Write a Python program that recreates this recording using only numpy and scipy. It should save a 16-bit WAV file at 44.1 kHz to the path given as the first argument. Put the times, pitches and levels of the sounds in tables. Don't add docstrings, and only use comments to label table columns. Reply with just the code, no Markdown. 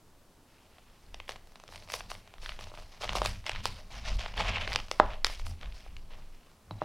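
import sys
import numpy as np
from scipy import signal
from scipy.fft import rfft, irfft
from scipy.io import wavfile
from scipy.ndimage import uniform_filter1d

SR = 44100
rng = np.random.default_rng(int(sys.argv[2]) if len(sys.argv) > 2 else 0)


def log_audio(samples):
    frames = np.atleast_2d(samples).T
    limited = np.clip(frames, -1, 1)
    pcm = np.round(limited * 32767).astype(np.int16)
    wavfile.write(sys.argv[1], SR, pcm)


N = 301775

# frequency in Hz, relative dB.
AIR_COLOUR = [(15, 12.5), (45, -4.5), (60, 0), (170, -1.5), (300, -3.5), (1200, -11), (2200, -19),
              (4400, -19), (6000, -21.5), (11000, -23.5), (16000, -29.5)]
HISS_COLOUR = [(15, -20.5), (300, -20), (1000, -29.5), (5000, -30), (16000, -33.5)]

# pitch in Hz, width in Hz, relative level in dB.
SWAY_MODES = [(17, 10, 0)]
ROCK_MODES = [(43, 11, 0), (53, 7, -16)]
DRUM_MODES = [(83, 12, -3), (96, 12, -7), (112, 14, -9), (180, 70, -11)]
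# peak time and hold in seconds, then sway, rock and drum levels in dB.
HAND_SHOVES = [(0.87, 0.018, -56, -66, -76), (1.107, 0.07, -48.5, -51, -61),
               (1.31, 0.044, -46.5, -60, -58.5), (1.695, 0.36, -55, -61.5, -58),
               (2.008, 0.034, -41.5, -60, -51.5), (2.157, 0.041, -50.5, -65, -54),
               (2.415, 0.14, -43, -50, -60), (2.64, .01, -63, -65, -50.5), (2.75, 0.075, -42, -89, -59),
               (3.096, 0.22, -40.5, -40, -40.5), (3.562, 0.16, -38.5, -44.5, -44.5),
               (3.956, 0.078, -51, -46, -47.5), (4.126, 0.039, -30.5, -33, -41),
               (4.398, 0.13, -41, -35, -37), (4.618, 0.13, -40, -47, -42),
               (5.042, 0.049, -36.5, -41, -45.5), (5.243, 0.044, -35.5, -51, -54),
               (5.407, 0.028, -35.5, -44.5, -53.5), (5.5, 0.014, -40.5, -45.5, -42.5),
               (5.666, 0.015, -41.5, -41, -48), (5.913, 0.11, -38, -49.5, -53),
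               (6.134, 0.081, -45.5, -58, -58), (6.745, .1, -54, -52, -45.5)]

# pitch in Hz, relative level in dB, seconds to fade by 60 dB.
BOARD_MODES = [(431, -16, .04), (625, -4, .048), (790, 0, .022), (960, -3, .026), (1130, -4, .022)]
CRUST_MODES = [(1250, 7, 0.0015), (2048, -4, 0.0075), (2640, 3.5, 0.0037), (3050, -1, 0.0028),
               (3390, -2.5, 0.0025)]
EDGE_MODES = [(4250, 0, .005), (4800, 0, .005), (5450, -2, .005), (6100, -9, .004), (7400, -16, .004)]
SPLINTER_MODES = [(8650, 6, 0.0012), (10000, -5, 0.005), (11380, -7.5, 0.0025), (14220, -12, 0.0012)]
STEEL_MODES = [(3930, 0, .05), (4050, -8, .03)]
THUMP_MODES = [(104.4, -3.5, 0.43), (158, -2.5, 0.13), (302, -4, 0.049)]

# time in seconds, level in dB.
KNIFE_LANDINGS = [(6.711, -27.5), (6.823, -27.5)]
BLADE_TOUCHES = [(6.71, -42.5), (6.786, -55), (6.821, -49)]
# start in seconds, strength in dB, contact time in seconds.
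BOARD_KNOCKS = [(3.2178, -12.5, 0.00078), (4.9995, 3, 0.00071), (6.818, -12, 0.00079)]
# peak time and hold in seconds,
# rise and fade in dB per second, then crust, board and edge levels in dB.
BLADE_BITES = [(1.288, .012, 898, 185, -60.5, -55, -57.5), (1.724, .02, 400, 83, -57.5, -60, -56.5),
               (1.9, .02, 1200, 316, -54.5, -55.5, -52.5), (1.937, .015, 800, 222, -48, -48, -45),
               (2.101, .01, 1200, 174, -57, -57, -53), (2.429, .074, 496, 130, -52, -58, -53.5),
               (2.6, .01, 1200, 108, -54, -54, -54.5), (2.748, .07, 500, 192, -57, -55.5, -58.5),
               (2.923, .031, 600, 250, -58, -59, -63.5), (3.014, .03, 1200, 320, -44.5, -43.5, -47),
               (3.093, .044, 550, 300, -48.5, -66, -54.5), (3.156, .01, 1500, 350, -36.5, -36, -39.5),
               (3.236, .034, 550, 144, -42.5, -55, -45), (3.466, .015, 1500, 196, -41, -48, -46),
               (3.557, .025, 550, 270, -47.5, -54, -54), (3.641, .015, 1500, 155, -45.5, -59, -46),
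               (3.768, 0.025, 300, 150, -58, -59.5, -60.5), (3.906, .08, 1800, 239, -50, -52, -54),
               (4.071, .024, 503, 302, -38.5, -42.5, -46), (4.135, 0.0091, 1200, 250, -56.5, -52.5, -52.5),
               (4.194, .03, 2000, 129, -41, -48, -50), (4.382, .025, 598, 258, -34.5, -37.5, -42.5),
               (4.471, .021, 450, 550, -33.5, -38, -42.5), (4.55, .023, 400, 507, -37.5, -42.5, -47),
               (4.61, .02, 900, 220, -38.5, -44, -46.5), (4.681, .04, 800, 102, -47, -46.5, -49.5),
               (4.909, .005, 1500, 110, -57, -73, -56), (4.995, .068, 1205, 102, -54, -51, -62),
               (5.105, .034, 548, 331.5, -49, -52, -59.5), (5.252, .03, 2000, 95, -47, -58, -48.5),
               (5.46, .006, 1502, 163, -64, -59, -56), (5.619, .0087, 598, 103, -54, -59, -61.5),
               (5.754, .039, 803, 152, -60, -63.5, -60.5), (6.109, .022, 1195, 302, -52, -56, -66),
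               (6.163, 0.05, 549, 142.5, -63.5, -62.5, -70), (6.71, .0046, 1501.5, 42, -67, -60.5, -69),
               (6.816, .03, 548, 100, -55, -64, -70)]
RESTING_CREAK = (0.5, 6, 302, 59.5, -70, -74, -76)
# time in seconds, then crust, board and edge strengths in dB.
CRUST_CRACKS = [(0.7841, -41, -39, -62), (.899, -49, -54, -62), (1.1443, -24, -32, -30.5),
                (1.2014, -22.5, -34, -36.5), (1.28, -31, -44, -52), (1.293, -16, -26.5, -28.5),
                (1.3097, -28, -37, -34), (1.3204, -27.5, -61, -37), (1.3596, -32, -30, -45),
                (1.3636, -37, -50, -45), (1.4728, -49, -45.5, -46), (1.521, -48, -50, -46),
                (1.5575, -33, -37.5, -38), (1.6, -41, -42, -42), (1.638, -39, -35.5, -40),
                (1.6794, -36, -54, -40), (1.69, -38, -33, -52), (1.7249, -38, -39, -52),
                (1.737, -37, -44, -43), (1.7476, -35, -38, -53), (1.7592, -27, -38, -31),
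                (1.779, -34, -53, -51), (1.824, -37, -43, -50), (1.876, -43, -45, -52),
                (1.888, -38, -39, -46), (1.9012, -24.5, -43, -35), (1.9211, -26, -34, -22),
                (1.9395, -19.5, -16.5, -25), (1.952, -30, -46, -43), (2.007, -26, -27.5, -53),
                (2.1026, -31, -38, -33), (2.1163, -23, -25, -27.5), (2.152, -28.5, -41, -36),
                (2.2759, -37, -41, -44.5), (2.3396, -35.5, -35, -40), (2.3832, -38, -49, -53),
                (2.431, -39, -36, -49), (2.4611, -19.5, -33, -39), (2.4932, -20.5, -32, -38),
                (2.5205, -30, -59, -49), (2.591, -27, -32, -42), (2.609, -36, -37, -43),
                (2.6402, -34, -40, -34), (2.671, -36, -35, -46), (2.7176, -54, -32, -65),
                (2.74, -48, -31.5, -55), (2.752, -37, -35, -43), (2.775, -31, -32.5, -46),
                (2.788, -38, -36, -48), (3.0208, -25, -38, -32), (3.03, -22.5, -32, -40),
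                (3.036, -23, -29, -39), (3.043, -21, -25.5, -45), (3.0525, -22, -27, -45),
                (3.078, -27, -46, -44), (3.0933, -11, -21.5, -35), (3.105, -30, -34, -42),
                (3.117, -40, -29, -42), (3.1253, -29, -25, -40), (3.1322, -25, -26, -27),
                (3.1537, -23, -13.5, -27.5), (3.171, -23, -18, -26), (3.185, -24, -25, -26),
                (3.2183, -20, -14, -26), (3.2508, -21, -16.5, -24), (3.2595, -16.5, -14.5, -16),
                (3.2725, -31, -33, -28), (3.442, -38, -39, -58), (3.457, -38, -44, -47),
                (3.465, -14.5, -34, -26), (3.482, -28, -26, -39), (3.4947, -9.5, -21.5, -19),
                (3.5173, -24, -54, -29), (3.533, -28, -52, -37), (3.55, -29, -40, -44),
                (3.5609, -21, -60, -50), (3.589, -42, -36, -47), (3.656, -15.5, -19, -14),
                (4.1946, -27, -34, -32), (4.2614, -19.5, -25.5, -54), (4.34, -27.5, -35, -46),
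                (4.3784, -17, -35, -43), (4.4089, -14, -22, -35), (4.5692, -20, -27, -45),
                (4.6766, -16.5, -23.5, -35), (4.7206, -18, -49, -44), (4.726, -20, -49, -43),
                (4.7314, -19, -37, -20), (4.738, -19, -34, -25), (4.75, -23, -26, -29),
                (4.7597, -9.5, -12, -14.5), (4.789, -27, -32, -36), (4.8012, -23, -35, -32),
                (4.884, -30, -40, -39), (4.9142, -10, -19, -17), (4.9995, -5, 0, -23),
                (5.135, -29, -60, -47), (5.2464, -8, -22.5, -11), (5.2675, -14, -22.5, -19),
                (5.299, -30, -27.5, -39), (5.3972, -33, -34.5, -44), (5.467, -29.5, -30, -35),
                (5.613, -30, -45, -40), (5.632, -27.5, -32, -68), (5.6583, -30, -59, -52),
                (5.724, -36, -60, -46), (5.806, -37.5, -58, -43.5), (5.864, -57, -35, -56.5),
                (5.967, -31, -74, -39), (6.47, -42, -40.5, -55.5), (6.71, -36, -26, -43)]

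CRACK_SCATTER_DB, THUD_SCATTER_DB, CRUMB_SCATTER_DB = 2.8, 2.2, 5.5
DOUGH_DAMP, KNOCK_DAMP = .35, .68
PIECE_DETUNE = .1


def undb(db):
    return 10 ** (np.asarray(db) / 20)


def unit(x):
    return x / np.sqrt(np.mean(x ** 2))


def wander(per_s):
    step = int(SR / per_s)
    stairs = np.repeat(rng.standard_normal(N // step + 1), step)
    return uniform_filter1d(uniform_filter1d(stairs, step), step)[:N]


def bursts(peak_s, hold_s, rise, fade, db):
    t = np.arange(0, N / SR + .002, .001)[:, None]
    below_peak = rise * np.maximum(peak_s - t, 0) + fade * np.maximum(t - peak_s - np.abs(hold_s), 0)
    power = np.sum(undb(2 * np.maximum(db - below_peak, -150)), axis=1)
    return np.interp(np.arange(N) / SR, t[:, 0], 10 * np.log10(power))


def ring(force, hz, ring_s):
    turn = np.exp(2j * np.pi * hz / SR)
    pole = turn * np.exp(-np.log(1000) / (max(ring_s, 1e-3) * SR))
    motion = np.array([1, -1]) * pole.imag / abs(1 - turn)
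    return signal.lfilter(motion, [1, -2 * pole.real, abs(pole) ** 2], force)


def strike(where, size, modes, scatter_db, crumbling=False, damp=1, detune=0):
    luck = rng.standard_normal((len(where), 3, len(modes)))
    sound = 0
    for k, (hz, db, ring_s) in enumerate(modes):
        weight = undb(db) * size * undb(scatter_db * luck[:, 0, k])
        if crumbling:
            weight = (-1) ** k * weight * undb(3.5 * wander(per_s=14)[where])
        if detune:
            age = np.arange(int(max(damp * ring_s, 1e-3) * SR))
            pitch = hz * np.exp(detune * luck[:, 1, k, None])
            phase = 2 * np.pi * pitch * age / SR + .9 * luck[:, 2, k, None]
            pings = weight[:, None] * np.exp(-np.log(1000) * age / len(age)) * np.cos(phase)
            sound += np.bincount((where[:, None] + age).ravel(), pings.ravel(), N)[:N]
        else:
            sound += ring(np.bincount(where, weight, N)[:N], hz, damp * ring_s)
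    band_hz = [.7 * modes[0][0], min(1.25 * modes[-1][0], .45 * SR)]
    sound = signal.sosfilt(signal.butter(3, band_hz, "band", fs=SR, output="sos"), sound)
    return sound / sum(undb(db) for _, db, _ in modes)


def steady_noise(colour):
    hz, db = np.transpose(colour)
    bins_hz = np.arange(1, N // 2 + 2) * SR / N
    shape = undb(np.interp(np.log(bins_hz), np.log(hz), db))
    return irfft(rfft(rng.standard_normal(N)) * shape, N)


def room_echo(sound, ring_s=.3, dull_hz=5030):
    t = np.arange(int(.5 * SR)) / SR
    tail = rng.standard_normal(len(t)) * np.exp(-np.log(1000) * t / ring_s) * (t > .004)
    tail = signal.lfilter(*signal.butter(1, dull_hz, fs=SR), tail)
    return signal.fftconvolve(sound, tail / np.sqrt(np.sum(tail ** 2)))[:N]


def table_rumble():
    peak_s, hold_s, sway_db, rock_db, drum_db = np.transpose(HAND_SHOVES)
    rumble = 0
    for modes, shove_db, fade, rest_db in ((SWAY_MODES, sway_db, 67.5, -65.5),
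                                           (ROCK_MODES, rock_db, 104.5, -73),
                                           (DRUM_MODES, drum_db, 104.5, -71.5)):
        shoves = undb(bursts(peak_s, hold_s, rise=188, fade=fade, db=shove_db))
        force = np.hypot(shoves, undb(rest_db))
        push = rng.standard_normal(N)
        for hz, width_hz, db in modes:
            ring_s = np.log(1000) / (np.pi * width_hz)
            shake = ring(ring(push, hz, ring_s), hz, ring_s)
            rumble += unit(shake) * force * undb(db)
    return rumble


def blade_ting():
    time_s, db = np.transpose(BLADE_TOUCHES)
    return strike((time_s * SR).astype(int), undb(db), STEEL_MODES, THUD_SCATTER_DB)


def knife_thumps():
    time_s, db = np.transpose(KNIFE_LANDINGS)
    return strike((time_s * SR).astype(int), undb(db), THUMP_MODES, THUD_SCATTER_DB)


def board_knocks():
    t = np.arange(N) / SR
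    push = 0
    for start_s, db, contact_s in BOARD_KNOCKS:
        progress = np.clip((t - start_s) / contact_s, 0, 1)
        push += undb(db) * np.sin(np.pi * progress) ** 2 / (contact_s * SR)
    return sum(undb(1.5 * db) * ring(push, hz, KNOCK_DAMP * ring_s) for hz, db, ring_s in BOARD_MODES)


def splinter_level(edge_db, crust_db, growth):
    return edge_db - 8.5 + growth * (edge_db - crust_db)


def crust_crackle(breaks_per_s=2800):
    chance = rng.random((int(breaks_per_s * N / SR), 3))
    where = (chance[:, 0] * N).astype(int)
    clumps_db = 2.06 * wander(per_s=150)
    size_db = -1.44 * np.log(1 - chance[:, 2]) + clumps_db[where]
    size = np.sign(chance[:, 1] - .5) * undb(size_db)
    peak_s, hold_s, rise, fade, *levels = np.transpose(BLADE_BITES + [RESTING_CREAK])
    crust_db, board_db, edge_db = (bursts(peak_s, hold_s, np.abs(rise), fade, db) for db in levels)
    splinter_db = splinter_level(edge_db, crust_db, growth=1.3)
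    crackle = 0
    for modes, db, damp, detune in ((CRUST_MODES, crust_db, 1, PIECE_DETUNE),
                                    (BOARD_MODES, board_db, DOUGH_DAMP, 0),
                                    (EDGE_MODES, edge_db, 1, PIECE_DETUNE),
                                    (SPLINTER_MODES, splinter_db, 1, PIECE_DETUNE)):
        swarm = strike(where, size, modes, CRUMB_SCATTER_DB, crumbling=True, damp=damp, detune=detune)
        crackle += unit(swarm) * undb(db)
    return crackle


def crust_cracks():
    time_s, crust_db, board_db, edge_db = np.transpose(CRUST_CRACKS)
    chance = rng.random((len(time_s), 6))
    delay_s = np.c_[np.zeros_like(time_s), [.0003, .001, -.001] + [.0008, .002, -.003] * chance[:, :3]]
    share = np.c_[np.ones_like(time_s), [-.8, .6, -.18] * chance[:, 3:]]
    where = ((time_s[:, None] - .0004 + delay_s) * SR).astype(int)
    cracks = strike(where[:, 0], undb(board_db + 1.5), BOARD_MODES, THUD_SCATTER_DB,
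                    damp=DOUGH_DAMP, detune=PIECE_DETUNE)
    splinter_db = splinter_level(edge_db, crust_db, growth=.74)
    for modes, db in ((CRUST_MODES, crust_db + 3), (EDGE_MODES, edge_db + 1.5),
                      (SPLINTER_MODES, splinter_db - .5)):
        size = share * undb(db)[:, None]
        cracks -= strike(where.ravel(), size.ravel(), modes, CRACK_SCATTER_DB, detune=PIECE_DETUNE)
    return cracks


def scene():
    cut = crust_cracks() + crust_crackle() + board_knocks() + blade_ting()
    shake = table_rumble() + knife_thumps()
    air, hiss = steady_noise(AIR_COLOUR), steady_noise(HISS_COLOUR)
    noise_gain = undb(-60.5) / np.std(air)
    centre = cut + undb(-18) * room_echo(cut) + shake + noise_gain * air
    late_cut = np.roll(cut, int(.0008 * SR))
    treble = signal.sosfilt(signal.butter(2, 7000, "high", fs=SR, output="sos"), late_cut)
    side = undb(-34) * room_echo(cut) + undb(-12.5) * treble + noise_gain * hiss + undb(-45) * shake
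    return np.array([centre + side, centre - side])


def record(dry):
    low_cut = signal.butter(1, 9, "high", fs=SR, output="sos")
    top_cut = signal.ellip(10, .2, 80, 16000, fs=SR, output="sos")
    return signal.sosfilt(np.r_[low_cut, top_cut], dry)


dry = scene()
out = record(dry)
log_audio(out)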